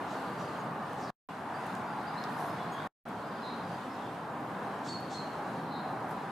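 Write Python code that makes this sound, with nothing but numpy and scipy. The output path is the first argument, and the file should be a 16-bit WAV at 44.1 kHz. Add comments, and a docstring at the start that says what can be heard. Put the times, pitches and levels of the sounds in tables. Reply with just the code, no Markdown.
"""A woodland edge by a barn: distant engines rumble and tyres roar and hum under a thin hiss of leaves.
From the start far birds sing, smeared by the echo of the wood; a near one brushes its feathers on bark.
Hoarse calls, a high pip, a tick of claws and a falling swish lead into a brief dropout at 1.1 s.
Chirps and sharper ticks follow, then a second dropout at 2.9 s; each time the traffic returns changed.
Last come two-tone calls and the loudest hoarse calls, as the rumble swells a little."""
import sys
import numpy as np
from scipy import signal
from scipy.fft import rfft, irfft, next_fast_len
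from scipy.io import wavfile
from scipy.ndimage import uniform_filter1d, map_coordinates

SR = 44100
rng = np.random.default_rng(int(sys.argv[2]) if len(sys.argv) > 2 else 0)


def bounce(signal):
    """Save signal as a 16-bit WAV file at the path given by the first command-line argument."""
    frames = np.transpose(np.atleast_2d(signal))
    limited = np.clip(frames, -1, 1)
    pcm = np.round(limited * 32767).astype(np.int16)
    wavfile.write(sys.argv[1], SR, pcm)


N = 278271
TIME = np.arange(N) / SR
LONG_T60, SHORT_T60 = 0.55, 0.48  # how long the wood rings after a call [s]


def amp(db):
    """Decibels to gain."""
    return 10 ** (np.asarray(db) / 20)


def unit(x):
    """Scale to rms 1."""
    return x / np.sqrt(np.mean(x ** 2) + 1e-20)


def along(points, hz):
    """Read (frequency, value) points on a log axis."""
    f, v = np.transpose(points)
    return np.interp(np.log(hz + 1), np.log(f + 1), v)


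def arch(t, length):
    """A smooth rise and fall that lasts length seconds."""
    return np.sin(np.pi * np.clip(t / length, 0, 1))


def wobble(rate):
    """A smooth random curve, rate knots a second."""
    return map_coordinates(rng.standard_normal(256), [TIME * rate], mode="mirror")


def filtered(x, response):
    """EQ x with a gain given as a function of frequency."""
    n = x.shape[-1]
    m = next_fast_len(n + 8192)
    return irfft(rfft(x, m) * response(np.fft.rfftfreq(m, 1 / SR)), m)[..., :n]


def add(out, start, x):
    """Mix a stereo sound in at start seconds."""
    part = out[:, max(round(start * SR), 0):][:, :x.shape[-1]]
    part += x[..., :part.shape[-1]]


# stereo image of the noise beds: (frequency [Hz], left-right correlation [0 to 1])
STEREO_IMAGE = [(25, .85), (45, 0.67), (70, 0.99), (130, 1), (250, 1), (500, 0.98), (1000, 0.87),
                (2000, 0.66), (4000, 0.5), (8000, 0.52), (12000, .45)]


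def noise_bed(spectrum, patchy_db):
    """Stereo noise of rms 1 with fleeting narrow patches, near mono in the bass, wider in the treble."""
    bins = signal.stft(rng.standard_normal((2, N)), nperseg=2048)[2]
    patches = uniform_filter1d(rng.standard_normal(bins.shape[1:]), size=4, axis=0)
    patches = unit(uniform_filter1d(patches, size=3, axis=1))
    pair = signal.istft(bins * amp(patchy_db * patches), nperseg=2048)[1][:, :N]
    width = lambda hz: np.arccos(np.clip(along(STEREO_IMAGE, hz), 0, 1)) / 2
    eq = lambda hz: amp(along(spectrum, hz)) * [np.cos(width(hz)), np.sin(width(hz))]
    mid, side = filtered(pair, eq)
    return unit(np.array([mid + side, mid - side]))


# background mix before, between and after the dropouts: (rumble [dB], roar [dB], roar swell [dB/s],
# roar tilt about 1 kHz [dB], tilt drift [dB/s], bass EQ [dB], low-mid EQ [dB],
# leaves [dB], leaf swell [dB/s])
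BED_MIX = [(-42, -38, -1.3, -1, -1.3, -4, 0, -57, 0), (-43.5, -40, 1.1, 0, -0.3, -1, -3, -57.5, 0),
           (-44, -42, 0.73, -1, -0.24, -1, -0.2, -58.5, -0.45)]


def bed_mix():
    """Per sample: the seconds since this stretch of background began, then each of its settings."""
    starts = np.array([0] + [row[1] for row in CUTS])
    index = np.searchsorted(starts[1:], TIME, side="right")
    return [TIME - starts[index], *np.array(BED_MIX)[index].T]


# tone of the engine rumble and of the tyre roar: (frequency [Hz], relative level [dB])
ENGINE_EQ = [(20, -32.5), (45, -28), (65, -20.5), (100, -6.5), (135, -0.5), (175, 1.5), (305, -1.1),
             (400, -7.5), (600, -11.5), (1200, -46)]
TYRE_EQ = [(200, -59), (400, -9), (560, -8), (660, -4.5), (770, -2), (1000, -3.5), (1250, -7.5),
           (1600, -10.5), (2100, -20), (2800, -27.5), (5000, -57), (16000, -71)]
# brief swells and dips in the level of the rumble and roar:
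# (time [s], length [s], rumble change [dB], roar change [dB])
TRAFFIC_SWELLS = [(0.606, 0.32, -1, -0.1), (1.5, 0.4, 0.3, 0.5), (4.248, 1.1, 1.5, 0.5), (5.2, 1, 2, 0)]


def traffic(drift_db=-0.9, throb_db=-0.5, left_db=0.12, low_mid_hz=515, low_mid_width_hz=100):
    """Engines rumble far away; the tyre roar swells or ebbs and changes colour as vehicles move."""
    age, rumble_db, roar_db, swell_db, tilt_db, tilt_drift, bass_db, low_mid_db, *_ = bed_mix()
    for start, length, rumble_change_db, roar_change_db in TRAFFIC_SWELLS:
        envelope = arch(TIME - start, length)
        rumble_db = rumble_db + rumble_change_db * envelope
        roar_db = roar_db + roar_change_db * envelope
    tilt_db = tilt_db + tilt_drift * age
    roar = noise_bed(TYRE_EQ, patchy_db=0.97)
    dark = filtered(roar, lambda hz: 1 / (1 + (hz / 1000) ** 4))
    roar = dark * amp(-tilt_db / 2) + (roar - dark) * amp(tilt_db / 2)
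    rumble = noise_bed(ENGINE_EQ, patchy_db=1.76)
    bass = filtered(rumble, lambda hz: 1 / (1 + (hz / 120) ** 4))
    engines = amp(rumble_db + throb_db * wobble(4.3)) * (rumble + (amp(bass_db) - 1) * bass)
    road = engines + amp(roar_db + swell_db * age + drift_db * wobble(4.04)) * roar
    low_mids = filtered(road, lambda hz: np.exp(-((hz - low_mid_hz) / low_mid_width_hz) ** 2))
    return (road + (amp(low_mid_db) - 1) * low_mids) * amp([[left_db], [-left_db]])


# tyres singing above the roar: (time [s], length [s], start pitch [Hz], drift [Hz/s], level [dB])
TREAD_HUMS = [(-.2, 1.6, 1206, -10, -49), (0.407, 1.1, 751, -16.5, -53), (0.601, 0.7, 1805, -31.5, -58),
              (1.5, 0.73, 1395, 0, -52), (1.7, 0.6, 864, -51.5, -45.5), (2.204, .6, 745, -10.5, -52.5),
              (2.204, 0.92, 1094, -10, -53.5), (3.3, 2.2, 814, -20.5, -57.5), (5.2, 1.7, 810, -34.5, -48),
              (5.3, 0.8, 902, 0, -51)]


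def tread_hum(width_hz=72):
    """Each vehicle's tread sings a narrow band of noise that swells and fades; most sink in pitch."""
    out = np.zeros((2, N))
    band = [(0, 0), (width_hz / 3, 0), (width_hz, -15), (4 * width_hz, -80)]
    to_stereo = np.array([[1, .3], [1, -.3]])
    for start, length, hz, drift, db in TREAD_HUMS:
        phase = 2 * np.pi * np.cumsum(hz + drift * (TIME - start)) / SR
        a, b = filtered(rng.standard_normal((2, 2, N)), lambda f: amp(along(band, f)))
        hum = a * np.cos(phase) + b * np.sin(phase)  # slow noise shifted up to the pitch
        out += amp(db) * arch(TIME - start, length) * unit(to_stereo @ hum)
    return out


# tone of the moving air: (frequency [Hz], relative level [dB])
DRAUGHT_EQ = [(15, -7), (45, -1), (90, -12.5), (200, -36), (600, -75.5)]


def draught(db=-83):
    """A trace of moving air at each microphone port, unrelated from left to right."""
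    air = filtered(rng.standard_normal((2, N)), lambda hz: amp(along(DRAUGHT_EQ, hz)))
    return amp(db) * unit(air)


# tone of the leaf hiss: (frequency [Hz], relative level [dB])
LEAF_EQ = [(800, -23.5), (2000, 0), (3000, 2), (4400, -2.5), (5500, -8), (7500, -11), (9500, -12),
           (12500, -18.5), (15000, -27.5)]


def leaves(waver_db=1.5):
    """A thin, wavering hiss of air in the trees, easing in the last stretch."""
    age, *_, hiss_db, swell_db = bed_mix()
    return amp(hiss_db + swell_db * age + waver_db * wobble(7)) * noise_bed(LEAF_EQ, patchy_db=2.5)


def woods(x, wet_db, t60, side_db):
    """A short sound and its scatter from many trunks, new for every perch."""
    t = np.arange(SR // 2) / SR
    tails = rng.standard_normal((2, len(t))) * amp(-60 * t / t60)
    tails *= amp(wet_db) / np.linalg.norm(tails[0])
    tails[0, 0] += 1  # the direct path
    mid, side = signal.fftconvolve(x[None], tails, axes=1)
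    return np.array([mid + amp(side_db) * side, mid - amp(side_db) * side])


def bird_note(length, start_hz, glide, flutter, wet_db, t60=LONG_T60, warble=0, octave_db=-60, fade=.47):
    """A whistle with a weak octave and its echo; glide, flutter and warble are shares of the pitch."""
    flutter_rate, warble_rate = 330, 21  # per second
    t = np.arange(SR // 5) / SR
    progress = np.clip(t / length, 0, 1)
    shake = map_coordinates(rng.standard_normal(128), [t * flutter_rate], mode="mirror")
    vibrato = warble * np.cos(2 * np.pi * warble_rate * t)
    hz = start_hz * (1 + glide * progress) * (1 + flutter * shake + vibrato)
    envelope = np.sin(np.pi / 2 * np.clip(2 * np.minimum(progress, 1 - progress) / fade, 0, 1))
    phase = 2 * np.pi * np.cumsum(hz) / SR
    tone = np.sin(phase) + amp(octave_db) * np.sin(2 * phase)
    sound = woods(envelope * tone, wet_db, t60, side_db=-7.0)
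    return sound * np.sqrt(2 * length * SR / np.sum(sound ** 2))


# phrases of far song: (time [s], length [s], pitch [Hz], level [dB])
PHRASES = [(0.023, 0.56, 4300, -65.5), (0.55, 0.5, 4190, -73), (1.846, 1.24, 4770, -63),
           (3.156, 0.61, 4780, -63.5), (4.797, 0.6, 4600, -68), (5.546, 0.36, 4120, -63)]
# tone of the blur of still farther birds: (frequency [Hz], relative level [dB])
TWITTER_EQ = [(2000, -43.5), (3000, -2.5), (3900, 4.5), (4700, -5), (5100, -6.5), (5600, -33.5),
              (7500, -48)]


def far_song(count=8, note_s=.05, note_db=-3, pitch_spread=.04, glide_spread=.05, floor_db=-76.5):
    """Each phrase is a run of quick random notes over a soft band of twitter that swells with it."""
    out = np.zeros((2, N))
    twitter_gain = amp(floor_db)
    for start, length, hz, db in PHRASES:
        twitter_gain = np.hypot(twitter_gain, amp(db) * arch(TIME - start, length))
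        for k, (detune, glide) in enumerate(rng.standard_normal((count, 2))):
            note_hz = hz * (1 + pitch_spread * detune)
            note = bird_note(note_s, note_hz, glide_spread * glide, flutter=.025, wet_db=11.5)
            add(out, start + length * k / count, amp(db + note_db) * note)
    return out + twitter_gain * noise_bed(TWITTER_EQ, patchy_db=4.0)


# strokes of feathers on bark: (time [s], length [s], level [dB])
FEATHER_STROKES = [(.05, 0.49, -71.5), (1.593, 0.23, -72.5), (2.142, .1, -69.5), (2.265, 0.31, -59),
                   (2.48, 0.63, -73), (6.069, .08, -63.5)]
# their airy tone: (frequency [Hz], relative level [dB])
FEATHER_EQ = [(3000, 0.5), (6000, -1), (8000, -2.5), (9500, 0.5), (12300, 2.5), (13500, -7.5), (15500, -12)]


def feathers(floor_db=-86, grain_db=1.2):
    """The soft brush of feathers in a crevice; each stroke swells and fades."""
    strokes = sum(amp(db) * arch(TIME - start, length) for start, length, db in FEATHER_STROKES)
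    brush = noise_bed(FEATHER_EQ, patchy_db=1.8)
    return (amp(floor_db) + strokes) * amp(grain_db * wobble(38)) * brush


# rasps that end in a whistle:
# (time [s], length [s], rasp pitch [ratio], rasp level [dB], whistle pitch [Hz], whistle level [dB])
RASPS = [(0.057, 0.11, 1, -62, 4550, -70), (0.367, 0.086, 0.99, -61, 4850, -64),
         (0.964, 0.085, 1.1, -64, 4740, -73), (4.829, 0.099, 1.05, -53.5, 4450, -45),
         (5.088, 0.086, 1.02, -54, 4260, -47)]


def hoarse_calls(high_hz=6400, low_hz=3800, low_db=2.5, octaves=0.29, ceiling_hz=9000, rise=0.064):
    """Noise swells through two broad, climbing resonances, then a warbling whistle falls slightly."""
    whistle_delay_s = .053
    out = np.zeros((2, N))
    t = np.arange(SR // 5) / SR
    hump = lambda hz, peak_hz: np.exp(-.5 * (np.log2((hz + 1) / peak_hz) / octaves) ** 2)
    colour = lambda hz: np.hypot(hump(hz, high_hz), amp(low_db) * hump(hz, low_hz))
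    high_cut = lambda hz: 1 / np.hypot(1, (hz / ceiling_hz) ** 20)
    for start, length, pitch, db, whistle_hz, whistle_db in RASPS:
        noise = rng.standard_normal(len(t))
        early, late = (unit(filtered(noise, lambda hz: colour(hz / shift / pitch) * high_cut(hz)))
                       for shift in (1 - rise, 1 + rise))
        rasp = early + (late - early) * np.clip(t / length, 0, 1)
        add(out, start, amp(db) * woods(rasp * arch(t, length), wet_db=1.0, t60=SHORT_T60, side_db=-4.5))
        whistle = bird_note(.92 * length, whistle_hz, glide=-0.018, flutter=.012, wet_db=-2.5,
                            warble=.017, fade=.18)
        add(out, start + whistle_delay_s, amp(whistle_db) * whistle)
    return out


# thin, very high pips: (time [s], level [dB], relative level of the octave [dB])
PIP_CUES = [(.585, -69, -20), (1.76, -71, -6), (2.713, -63, -11)]
# their two voices: (pitch [Hz], trim [dB])
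PIP_VOICES = [(6800, 0.5), (8310, -5.5)]


def pips(length=0.039):
    """The same high, sagging pip each time, with a weaker voice above it; its octave glints."""
    out = np.zeros((2, N))
    for start, db, octave_db in PIP_CUES:
        for hz, trim_db in PIP_VOICES:
            pip = bird_note(length, hz, glide=-0.032, flutter=.008, wet_db=-8, octave_db=octave_db)
            add(out, start, amp(db + trim_db) * pip)
    return out


# claws and twig on bark: (time [s], dry peak [dB], ring [Hz], decay by 60 dB [s], resonance [Q])
BARK_HITS = [(.932, -51, 9830, 0.0095, 1.6), (1.664, -47, 9460, 0.036, 0.86),
             (1.752, -40.5, 4400, .005, .8), (2.239, -34, 4450, 0.004, 3.1), (3.086, -52, 9000, .03, 1.2),
             (5.006, -51.5, 11500, .015, 2), (6.09, -57, 9900, .03, 1.3), (6.109, -49.5, 9360, 0.046, 0.91)]


def bark_ticks(crack_db=-25):
    """Dry ticks of claws and twig on bark: a short ring and a faint broad crack."""
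    out = np.zeros((2, N))
    t = np.arange(SR // 10) / SR
    for start, db, ring_hz, t60, q in BARK_HITS:
        ring = lambda hz: 1j * hz * ring_hz / (q * (ring_hz ** 2 - hz ** 2) + 1j * hz * ring_hz)
        burst = rng.standard_normal(len(t)) * amp(-60 * t / t60)
        tick = filtered(burst, lambda hz: ring(hz) ** 2 + 1j * amp(crack_db))
        add(out, start, amp(db) * woods(tick / np.abs(tick).max(), wet_db=-10, t60=0.1, side_db=5))
    return out


def swish(start=0.98, length=0.18, start_hz=6400, end_hz=3200, half_width_hz=620, db=-60):
    """A breathy band of noise that swells as it slides down."""
    hz = np.interp(TIME, [start, start + length], [start_hz, end_hz])
    breath = unit(filtered(rng.standard_normal(N), lambda f: np.exp(-.5 * (f / half_width_hz) ** 2)))
    sweep = np.sqrt(2) * np.cos(2 * np.pi * np.cumsum(hz) / SR)
    sound = breath * sweep * arch(TIME - start, length)
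    return amp(db) * woods(sound, wet_db=-5, t60=SHORT_T60, side_db=-5)[:, :N]


# short gliding chirps: (time [s], length [s], start pitch [Hz], glide [share of pitch], level [dB],
# flutter [share of pitch], reverb send [dB])
CHIRP_CUES = [(1.536, 0.04, 4580, 0.053, -61, .02, 0), (2.066, 0.04, 4750, 0.035, -57, .014, 0.5),
              (2.162, .02, 3850, .02, -59, 0.027, 2), (2.177, 0.014, 3980, .1, -47, 0.011, -0.5),
              (2.575, 0.063, 3430, .02, -60.5, .012, 1), (2.725, 0.094, 3170, 0.14, -56, 0.037, 3),
              (3.685, .04, 4520, .01, -63, 0.022, 4), (3.897, 0.042, 5240, -.015, -65, .01, 0),
              (3.95, 0.135, 4100, -0.26, -64, .03, -1), (4.671, 0.036, 4170, -.07, -65, .024, 0)]


def chirps():
    """Glides from the trees: the nearer ones clear, the far ones buzzy and lost in echo."""
    out = np.zeros((2, N))
    for start, length, hz, glide, db, flutter, wet_db in CHIRP_CUES:
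        chirp = bird_note(length, hz, glide, flutter, wet_db, t60=SHORT_T60, octave_db=-23)
        add(out, start, amp(db) * chirp)
    return out


# calls on two pitches at once: (time [s], length [s], level [dB])
TWO_TONE_CUES = [(3.415, 0.135, -57), (5.707, 0.11, -58), (6.136, 0.099, -72)]
# their two voices: (delay [s], pitch [Hz], trim [dB])
TWO_TONE_VOICES = [(0, 4086, 3), (0.016, 3770, 0.5)]


def two_tone_calls():
    """Two nearly level whistles from one throat; the lower joins late and both end together."""
    out = np.zeros((2, N))
    for start, length, db in TWO_TONE_CUES:
        for delay, hz, trim_db in TWO_TONE_VOICES:
            whistle = bird_note(length - delay, hz, glide=0.0064, flutter=0.0075, wet_db=-2.5)
            add(out, start + delay, amp(db + trim_db) * whistle)
    return out


def scene():
    """A bed of traffic and leaves, calls from the trees, and one bird close up on the bark."""
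    bed = traffic() + tread_hum() + draught() + leaves()
    calls = far_song() + hoarse_calls() + two_tone_calls() + chirps() + pips() + swish()
    return bed + calls + bark_ticks() + feathers()


# dropouts of the whole mix: (start [s], end [s], dip on return [dB], recovery time constant [s])
CUTS = [(1.1043, 1.2883, -3, 0.21), (2.874, 3.054, -9, 0.011)]


def record(dry, tail_db=-26, tail_t60=0.081, low_cut_hz=30, top_hz=15400):
    """The mix cuts out twice with a faint tail, returns low and recovers; lows and highs are trimmed."""
    gain = np.ones(N)
    for start, end, dip_db, recovery_s in CUTS:
        gap, after = (TIME >= start) & (TIME < end), TIME >= end
        gain[gap] = amp(tail_db - 60 * (TIME[gap] - start) / tail_t60)
        gain[after] *= amp(dip_db * np.exp(-(TIME[after] - end) / recovery_s))
    return filtered(dry * gain, lambda hz: (hz < top_hz) * hz / np.hypot(hz, low_cut_hz))


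dry = scene()
out = record(dry)
bounce(out)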